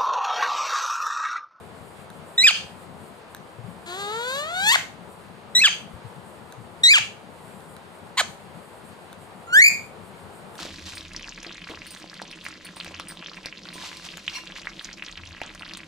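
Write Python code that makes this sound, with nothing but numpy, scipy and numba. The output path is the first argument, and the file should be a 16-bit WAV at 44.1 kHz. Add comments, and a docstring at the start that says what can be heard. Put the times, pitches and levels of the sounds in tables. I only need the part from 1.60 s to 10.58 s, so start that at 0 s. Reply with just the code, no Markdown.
"""In a small hard-walled room a parakeet calls six times, close to a phone lying on a bed.
Each call is a gliding stack of wavering partials plus breath; many break to a lower, falling note.
Short damped resonances make the clicks between calls; decaying noise makes the room's echo.
A fan hums as shaped noise, and its draught thumps on the left microphone port as low wavering cycles."""
import sys
import numpy as np
from scipy import signal
from scipy.fft import rfft, irfft, next_fast_len
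from scipy.io import wavfile
from scipy.ndimage import uniform_filter1d, minimum_filter1d
from numba import njit

SR = 44100
rng = np.random.default_rng(int(sys.argv[2]) if len(sys.argv) > 2 else 0)


def master_out(mix):
    """Clip the mix to full scale and print it as 16-bit PCM to the path in sys.argv[1]."""
    frames = np.transpose(np.atleast_2d(mix))
    ceiling = np.clip(frames, -1, 1)
    pcm = np.round(ceiling * 32767).astype(np.int16)
    wavfile.write(sys.argv[1], SR, pcm)


N = 396018
TOP_HZ = 14600  # no partials above this, and the microphone's top is cut here


def undb(db):
    """dB to gain."""
    return 10 ** (np.asarray(db) / 20)


def on_log(table, hz):
    """Read (f/Hz, value) points on a log-frequency axis."""
    points = np.array(table)
    return np.interp(np.log(np.maximum(hz, 1)), np.log(points[:, 0]), points[:, 1])


def unit(x):
    """Scale to rms 1."""
    return x / np.sqrt(np.mean(x ** 2))


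def decay(t, t60):
    """Exponential envelope that falls 60 dB in t60 seconds."""
    return np.exp(-np.log(1000) * t / t60)


def band(x, hz, octaves):
    """Bell-shaped band around hz."""
    f = np.maximum(np.fft.rfftfreq(x.shape[-1], 1 / SR), 1)
    bell = np.exp(-.5 * (np.log2(f / hz) / octaves) ** 2)
    return irfft(rfft(x) * bell, x.shape[-1])


def walk(rate, size):
    """Random levels held 1 / rate s and slewed twice; spread near 1."""
    k = max(int(SR / rate), 1)
    steps = np.repeat(rng.standard_normal(size // k + 1), k)
    return 1.58 * uniform_filter1d(uniform_filter1d(steps, k), k)[:size]


def add(track, sound, s):
    """Mix a sound into a track at s seconds."""
    i = int(s * SR)
    n = min(sound.shape[-1], N - i)
    track[..., i:i + n] += sound[..., :n]


# Spectrum of the fan's air noise before its overall level is set: f/Hz, level/dB per Hz
FAN_SPECTRUM = [(30, -28), (60, -17.5), (90, -3), (130, -8.5), (170, -1), (280, -11), (430, -6),
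                (900, -6.5), (2000, -17), (4500, -25.5), (5800, -35.5), (9000, -27), (11000, -35.5),
                (14300, -40)]
# Balance of the fan between the two ports: f/Hz, left minus right level/dB
FAN_BALANCE = [(60, 10), (110, 10.5), (200, 14), (380, 10), (700, -1), (1290, 3.5), (2370, -1), (4380, 0),
               (8090, -0.5), (14900, 2.5)]
# How alike the fan sounds at the two ports: f/Hz, likeness 0-1 (held to .99 at most)
FAN_LIKENESS = [(60, 0.6), (300, 0.8), (700, 0.57), (1400, 0.17), (4000, 0), (7000, 0.78), (15000, 1)]
# Independent flicker of each band, the last row only closing the top band: band from f/Hz, spread level/dB
FAN_FLICKER = [(0, 1.8), (300, .5), (1500, .6), (7000, 2.2), (20000, 0)]
FAN_DB = -45  # rms of the mean of the two ports


def fan():
    """Air noise whose bands swell together and flicker alone; stronger in the bass at the left port."""
    size = next_fast_len(N)
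    f = np.fft.rfftfreq(size, 1 / SR)
    alike = np.clip(on_log(FAN_LIKENESS, f), 0, .99)
    mid, side = rfft(rng.standard_normal((2, size)))
    sign = np.array([[1], [-1]])  # left, right
    ports = np.sqrt(1 + alike) * mid + sign * np.sqrt(1 - alike) * side
    ports = ports * undb(on_log(FAN_SPECTRUM, f) + sign * on_log(FAN_BALANCE, f) / 2)
    out, swell = 0, walk(1.33, size)
    for (lo, flicker_db), (hi, _) in zip(FAN_FLICKER, FAN_FLICKER[1:]):
        part = irfft(ports * ((f >= lo) & (f < hi)), size)
        out = out + part * undb(.25 * swell + flicker_db * walk(20., size))
    return out[:, :N] * undb(FAN_DB) / np.sqrt(np.mean(out.mean(0) ** 2))


# Thumps of draught on the left port: t/s, level/dB before the rise and decay, mean f/Hz
DRAUGHT_GUSTS = [(0.2, -32, 111), (0.379, -34, 192), (1.984, -24, 132), (2.036, -25, 109), (2.08, -26, 187),
                 (3.468, -31, 165.5), (4.11, -33, 182.6), (4.332, -29, 115), (4.442, -24, 133),
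                 (4.558, -30, 166), (4.975, -28, 110), (5.397, -28, 112)]
GUST_T60_S = 0.16


def gusts(right_db=-18):
    """Eddies flap across the left port: a few wavering low cycles each, far weaker at the right."""
    out, t = np.zeros(N), np.arange(SR // 4) / SR
    for s, db, hz in DRAUGHT_GUSTS:
        phase = 2 * np.pi * np.cumsum(hz * (1 + .12 * walk(40., len(t)))) / SR
        envelope = np.clip(t / 0.011, 0, 1) * decay(t, GUST_T60_S)
        add(out, undb(db) * np.sin(phase) * envelope, s)
    return out * np.array([[1], [undb(right_db)]])


# Reverberation of the hard walls: band centre f/Hz, t60/s, level/dB
ROOM_BANDS = [(670, 0.36, -10.5), (1300, 0.29, -13.5), (2620, 0.34, -11.5), (5870, 0.32, -7.5),
              (11000, 0.37, -13)]


def room(x, first_echo_s=0.0054):
    """Dense reflections, unrelated left and right, each band dying at its own rate."""
    t = np.arange(SR // 2) / SR
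    noise = rng.standard_normal((2, len(t))) * np.clip(t / first_echo_s - 1, 0, 1)
    echo = 0
    for hz, t60, db in ROOM_BANDS:
        tail = noise * decay(t, t60)
        echo = echo + undb(db) * band(tail, hz, 0.38) / np.sqrt(np.sum(tail ** 2) / 2)
    return signal.fftconvolve(x[None], echo, axes=1)[:, :N]


ALIKE_HZ = 6800  # above this the two channels sound nearly in step


def to_ports(x, lead_ms, pan_db):
    """The sound reaches the left port a little before the right; pan is left minus right level."""
    x = np.pad(x, (0, next_fast_len(len(x) + 64) - len(x)))
    f = np.fft.rfftfreq(len(x), 1 / SR)
    lag_s = np.where(f < ALIKE_HZ, 1, .09) * lead_ms / 1000
    right = irfft(rfft(x) * np.exp(-2j * np.pi * f * lag_s), len(x))
    return np.array([x * undb(pan_db / 2), right * undb(-pan_db / 2)])


# Beak and claw clicks: t/s, peak level/dB
CLICK_TIMES = [(0.5026, -32), (1.7481, -22), (1.7668, -35), (4.9241, -28), (6.0054, -39), (6.1663, -30),
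               (7.5293, -30), (8.9547, -30)]
# Resonances of a click: nominal f/Hz, level/dB before a tilt of -1 dB an octave and chance, t60/s
CLICK_MODES = [(1600, 0, .012), (3800, 0, .007), (6300, -4, .006), (8800, -3, .006), (13000, -9, .004)]


def clicks():
    """Each click rings a few short resonances, a little different every time, under a dry crack."""
    out, t = np.zeros((2, N)), np.arange(600) / SR
    chance = rng.standard_normal((len(CLICK_TIMES), len(CLICK_MODES), 2))
    for (s, db), draws in zip(CLICK_TIMES, chance):
        ring = undb(-7) * rng.standard_normal(len(t)) * np.exp(-t / .001)  # the dry crack
        for (hz, mode_db, t60), (louder, sharper) in zip(CLICK_MODES, draws):
            gain = undb(mode_db + 2 * louder - np.log2(hz / 1600))
            ring = ring + gain * np.sin(2 * np.pi * hz * (1 + .06 * sharper) * t) * decay(t, t60)
        add(out, to_ports(undb(db) * ring / np.abs(ring).max(), .04, 0), s)
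    return out


# Resonances of the throat, shaping partials and breath: f/Hz, level/dB
THROAT_SHAPE = [(1500, -1), (2500, -2), (3800, -0.5), (4600, -4.5), (5200, -15), (7000, -6.5), (8000, -14),
                (9200, -11.5), (10200, -34.5), (12500, -17), (14000, -31)]
# Shading by a nearly shut beak, scaled by how closed it is: f/Hz, level/dB
SHUT_BEAK = [(900, 0), (1600, 5), (2080, -10), (2800, -8), (3800, 2), (5600, -5), (8500, 1)]
TREBLE_HZ = 10500
HAZE_HZ = 11000  # toward this even a clear voice dissolves into hiss


def note(rows, hoarseness, breath_db, closed, odd_db, treble_db, edge_s=.003, count=40):
    """Partials of the syrinx, wavering, the high ones hazy when hoarse, with breath puffed once a cycle."""
    s, hz, db, first_db, slope_db = np.transpose(rows)
    t = np.arange(s[0] - edge_s, s[-1] + edge_s, 1 / SR)
    # roughness changes mostly as the note sets in and as it runs out
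    hoarse = np.interp(np.linspace(-1, 1, len(t)) ** 5, [-1, 0, 1], hoarseness)
    hz = uniform_filter1d(np.interp(t, s, hz), size=150)
    # power moves in straight lines: round crests, sharp dips
    level = np.sqrt(uniform_filter1d(np.interp(t, s, undb(2 * db)), size=90))
    waver = .005 * walk(30., len(t)) + .1 * hoarse * walk(1500., len(t))
    phase = 2 * np.pi * np.cumsum(hz * (1 + waver)) / SR

    order = np.arange(1, count)[:, None]
    partial_hz = order * hz
    patchy = undb(1.16 * np.array([walk(45.5, len(t)) for _ in order]))
    shading = closed * on_log(SHUT_BEAK, partial_hz) + odd_db * (order % 2)
    shading = shading + treble_db * (partial_hz > TREBLE_HZ)
    slope = np.interp(t, s, slope_db) * np.log2(order)
    size = undb(on_log(THROAT_SHAPE, partial_hz) + shading + slope) * (partial_hz < TOP_HZ) * patchy
    # the fundamental is set against all the overtones together
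    size[0] = undb(np.interp(t, s, first_db)) * np.sqrt(np.sum(size[1:] ** 2, 0))
    size = size * level / np.sqrt(np.sum(size ** 2, 0))
    haze = np.array([walk(500., len(t)) for _ in order])
    haze = haze * (hoarse * order ** 1.5 + (partial_hz / HAZE_HZ) ** 4)
    voice = np.sum(size * np.sin(order * phase - order ** 2 / 9 + haze), 0)
    voice = voice * undb(8 * hoarse * walk(400., len(t)))

    air = rng.standard_normal(len(t)) * (1 + 0.94 * np.cos(phase))
    air_shape = undb(on_log([(300, -30.5)] + THROAT_SHAPE, np.fft.rfftfreq(len(t), 1 / SR)))
    air = unit(irfft(rfft(air) * air_shape, len(t)))
    air = undb(breath_db) * np.sqrt(np.sum(size ** 2, 0)) * air
    edge = np.clip(np.minimum(t - t[0], t[-1] - t) / (2 * edge_s), 0, 1)
    return t[0], np.sqrt(2) * np.sin(np.pi / 2 * edge) ** 2 * (voice + air)


# The fall after the break: share of its length before bending, share of its first f, level/dB added,
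# fundamental over the overtones level/dB, slope/dB an octave before the squawk's extra brightness
FALL_CURVE = [(0, 1, -12, 2.5, -7.5), (.2, .92, 2.5, -6.5, -9), (.42, .83, 1, -16, -2),
              (0.618, 0.71, -3.5, -9.5, -7), (0.819, .6, -9, -14, -6), (1, 0.36, -7, -13, 1)]
HOLD_CREEP, ONSET_S, ONSET_DB = 1.59, 0.0041, -10  # creep: power by which the pitch bends upward
TOP_DROOP, TOP_SAG_DB = 0.96, -1.5  # pitch ratio and level change by the end of the top
# colour: fundamental over the overtones level/dB, slope/dB an octave before the extra brightness
HOLD_COLOUR, LEAP_COLOUR, TOP_SLOPE_DB = (-14.5, -4.5), (-6.5, -9), -0.5


def squawk(start, leap, half, snap, end, from_hz, to_hz, top_hz, fall_hz,
           hold_db, dip_db, top_db, fall_db, bend, bright_db, sag_db, pure_db):
    """Rows of the two notes: the syrinx holds, leaps to a top, then breaks to a lower note and falls."""
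    top = (pure_db, TOP_SLOPE_DB)
    hold_start = start + ONSET_S
    up = [(start, from_hz, hold_db + ONSET_DB, *HOLD_COLOUR)]
    for u in np.linspace(0, 1, num=5):
        s = hold_start + u * (leap - half - hold_start)
        hz = from_hz + (to_hz - from_hz) * u ** HOLD_CREEP
        up.append((s, hz, hold_db + sag_db * u ** 3, *(LEAP_COLOUR if u == 1 else HOLD_COLOUR)))
    up += [(leap, (to_hz + top_hz) / 2, dip_db, *top),
           (leap + half, top_hz, top_db, *top),
           ((leap + half + snap) / 2, top_hz, top_db, *top),
           (snap, top_hz * TOP_DROOP, top_db + TOP_SAG_DB, *top)]
    down = [(snap + (end - snap) * max(u, 0) ** (1 / bend), fall_hz * ratio, fall_db + db, *colour)
            for u, ratio, db, *colour in FALL_CURVE]
    return [(np.add(rows, [0, 0, 0, 0, bright_db]), kind) for rows, kind in ((up, "hold"), (down, "fall"))]


TRILL_S, TRILL_BEAT_S, TRILL_HURRY_S = 8.024, .0225, 0.00105  # start, first beat's basis, quickening
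# the crests close on the top by the catch ratio each beat; troughs drop below them
TRILL_TOP_HZ, TRILL_LAG_HZ, TRILL_CATCH, TRILL_DROP_HZ = 2530, 245, .4, 280
TRILL_DB, TRILL_FADE_DB, TRILL_DEPTH_DB = 1.5, -2.5, -17  # first crest, change a beat, trough
# fundamental over the overtones level/dB, slope/dB an octave
CREST_COLOUR, TROUGH_COLOUR = (10.8, 1.1), (9.6, -0.86)


def trill(count=8):
    """Rows of crests and troughs in turn, each beat shorter, higher and softer."""
    rows = []
    for k in range(count):
        beat, trough = k / 2, k % 2
        s = TRILL_S + TRILL_BEAT_S * beat - TRILL_HURRY_S * beat ** 2
        hz = TRILL_TOP_HZ - TRILL_LAG_HZ * TRILL_CATCH ** beat - TRILL_DROP_HZ * trough
        db = TRILL_DB + TRILL_FADE_DB * beat + TRILL_DEPTH_DB * trough
        rows.append((s, hz, db, *(TROUGH_COLOUR if trough else CREST_COLOUR)))
    return rows


# Where the head points in each call, in time order: left leads right/ms, left minus right level/dB
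HEAD_STANCE = [(.07, -1.2), (.2, 3.4), (.075, .2), (.19, .6), (.05, 0), (.18, .5)]
# Squawks: start t/s, leap t/s, half the leap/s, break t/s, end t/s,
# hold from f/Hz, hold to f/Hz, top f/Hz, fall from f/Hz,
# hold level/dB, dip in the leap level/dB, top level/dB, fall level/dB, bend of the fall (1 = plain),
# extra brightness/dB an octave, change over the hold/dB, fundamental over the overtones at the top/dB
SQUAWK_CALLS = [(0.778, 0.837, 0.0087, 0.867, 0.912, 1893, 2063, 2512, 1855, -14.5, -35, -6.5, -3.5, 1.0, -2.5, -2, 15),
                (3.95, 4.012, 0.0077, 4.037, 4.086, 1924, 2110, 2597, 1841, -13, -41, -13.5, -7.5, 1.26, -1.5, -5.5, 17.5),
                (5.235, 5.302, .017, 5.334, 5.388, 1882, 2028, 2457, 1798, -9.5, -10.5, -7, -8, .95, 0, 0.5, 11)]
# Curves of the other notes, the whistle going on into a trill:
# t/s, f/Hz, level/dB, fundamental over the overtones level/dB, slope/dB an octave
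RISE_CURVE = [(2.26, 343.5, -42, -6, -1.5), (2.33, 360, -34, -7, -3), (2.38, 396, -34.5, -5, -2.5),
              (2.41, 398.6, -31.5, -10.5, -2.5), (2.47, 406, -31.5, -5, -4.5), (2.55, 447.4, -29.5, -5, -5),
              (2.62, 478.4, -30, -4, -4.5), (2.7, 512, -28.5, -6.5, -3), (2.8, 583, -29, -5.5, -3.5),
              (2.86, 624.5, -32.5, -5.5, -6), (2.93, 711, -31.5, -3.5, -6), (3.0, 755, -25, -7.5, -4.5),
              (3.06, 846, -22.5, -8, -5), (3.09, 892, -14.5, -15, -2.5), (3.115, 948, -12.5, -11, -6.5),
              (3.13, 1104, -17, -6, 0), (3.141, 1134, -19, -13, -4)]
RISE_END_CURVE = [(3.143, 1235, -11.5, -2, -34), (3.154, 980, -13, -16, -14), (3.162, 670, -26, -4, -4)]
CROAK_CURVE = [(6.573, 980.5, -23, 2, -3), (6.58, 1007, -22.5, -9, -5), (6.59, 1164, -19, -3, -3),
               (6.599, 850, -15.5, -10, -6.5), (6.608, 742, -20.5, -11, 3.5), (6.616, 587, -23, 4, -22)]
WHISTLE_CURVE = [(7.87, 1360, -56, 17, -16), (7.925, 1425, -34, 13, -1), (7.94, 1493, -16, 11, 3),
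                 (7.965, 1654, -10, 15.3, 4), (8.0, 1918, -5.5, 19.6, 6), (8.016, 2093, -26, 13, -2)]
# Voice of each kind of note: breath under the voice level/dB, beak closure (1 = nearly shut,
# negative = shading reversed), odd overtones level/dB, extra treble level/dB
NOTE_VOICE = dict(hold=(-32, .1, -2.5, -3), fall=(-19.5, -0.6, 0.8, -3.5), long_rise=(-21, 0.54, 2.1, 4.5),
              long_end=(-7, 0.7, 2, 3), croak=(-7, 0.4, -2, -12), whistle=(-42, -0.8, 1, 0))
# Hoarseness 0-1 of each kind of note: at the start, middle, end
NOTE_HOARSENESS = dict(hold=(.1, .065, .04), fall=(.11, .14, .3), long_rise=(.07, .006, .07),
                   long_end=(.4, .4, .4), croak=(.07, .13, .2), whistle=(.015, .015, .02))


def parakeet():
    """The syrinx sings each call's notes toward where the head points, with clicks between calls."""
    out = clicks()
    calls = [squawk(*row) for row in SQUAWK_CALLS]
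    calls += [[(RISE_CURVE, "long_rise"), (RISE_END_CURVE, "long_end")],
              [(CROAK_CURVE, "croak")],
              [(WHISTLE_CURVE + trill(), "whistle")]]
    calls.sort(key=lambda call: call[0][0][0][0])  # by the first time of the first note
    for call, (lead_ms, pan_db) in zip(calls, HEAD_STANCE):
        for rows, kind in call:
            s, sound = note(rows, NOTE_HOARSENESS[kind], *NOTE_VOICE[kind])
            add(out, to_ports(sound, lead_ms, pan_db), s)
    return out


def scene():
    """Fan and draught behind, the bird close by, and the room answering its left-port sound."""
    bird = parakeet()
    return fan() + gusts() + room(bird[0]) + bird


@njit
def follow(x, release):
    """Peak follower: instant rise, slow fall."""
    e, out = 1e-9, np.empty(len(x))
    for i in range(len(x)):
        e = max(x[i], e * release)
        out[i] = e
    return out


LIMIT_DB, RELEASE_S = -4.5, 0.054  # peak level where holding down begins, time constant of recovery


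def record(dry):
    """The phone's limiter looks a few ms ahead and holds the loudest notes down; the top is cut."""
    peak = follow(np.abs(dry).max(0), np.exp(-1 / (RELEASE_S * SR)))
    gain = minimum_filter1d(np.minimum(undb(LIMIT_DB) / peak, 1) ** .8, size=200)
    held = dry * uniform_filter1d(gain, size=200)
    top_cut = signal.ellip(8, .2, 70, TOP_HZ, fs=SR, output="sos")
    return signal.sosfilt(top_cut, held)


dry = scene()
out = record(dry)
master_out(out)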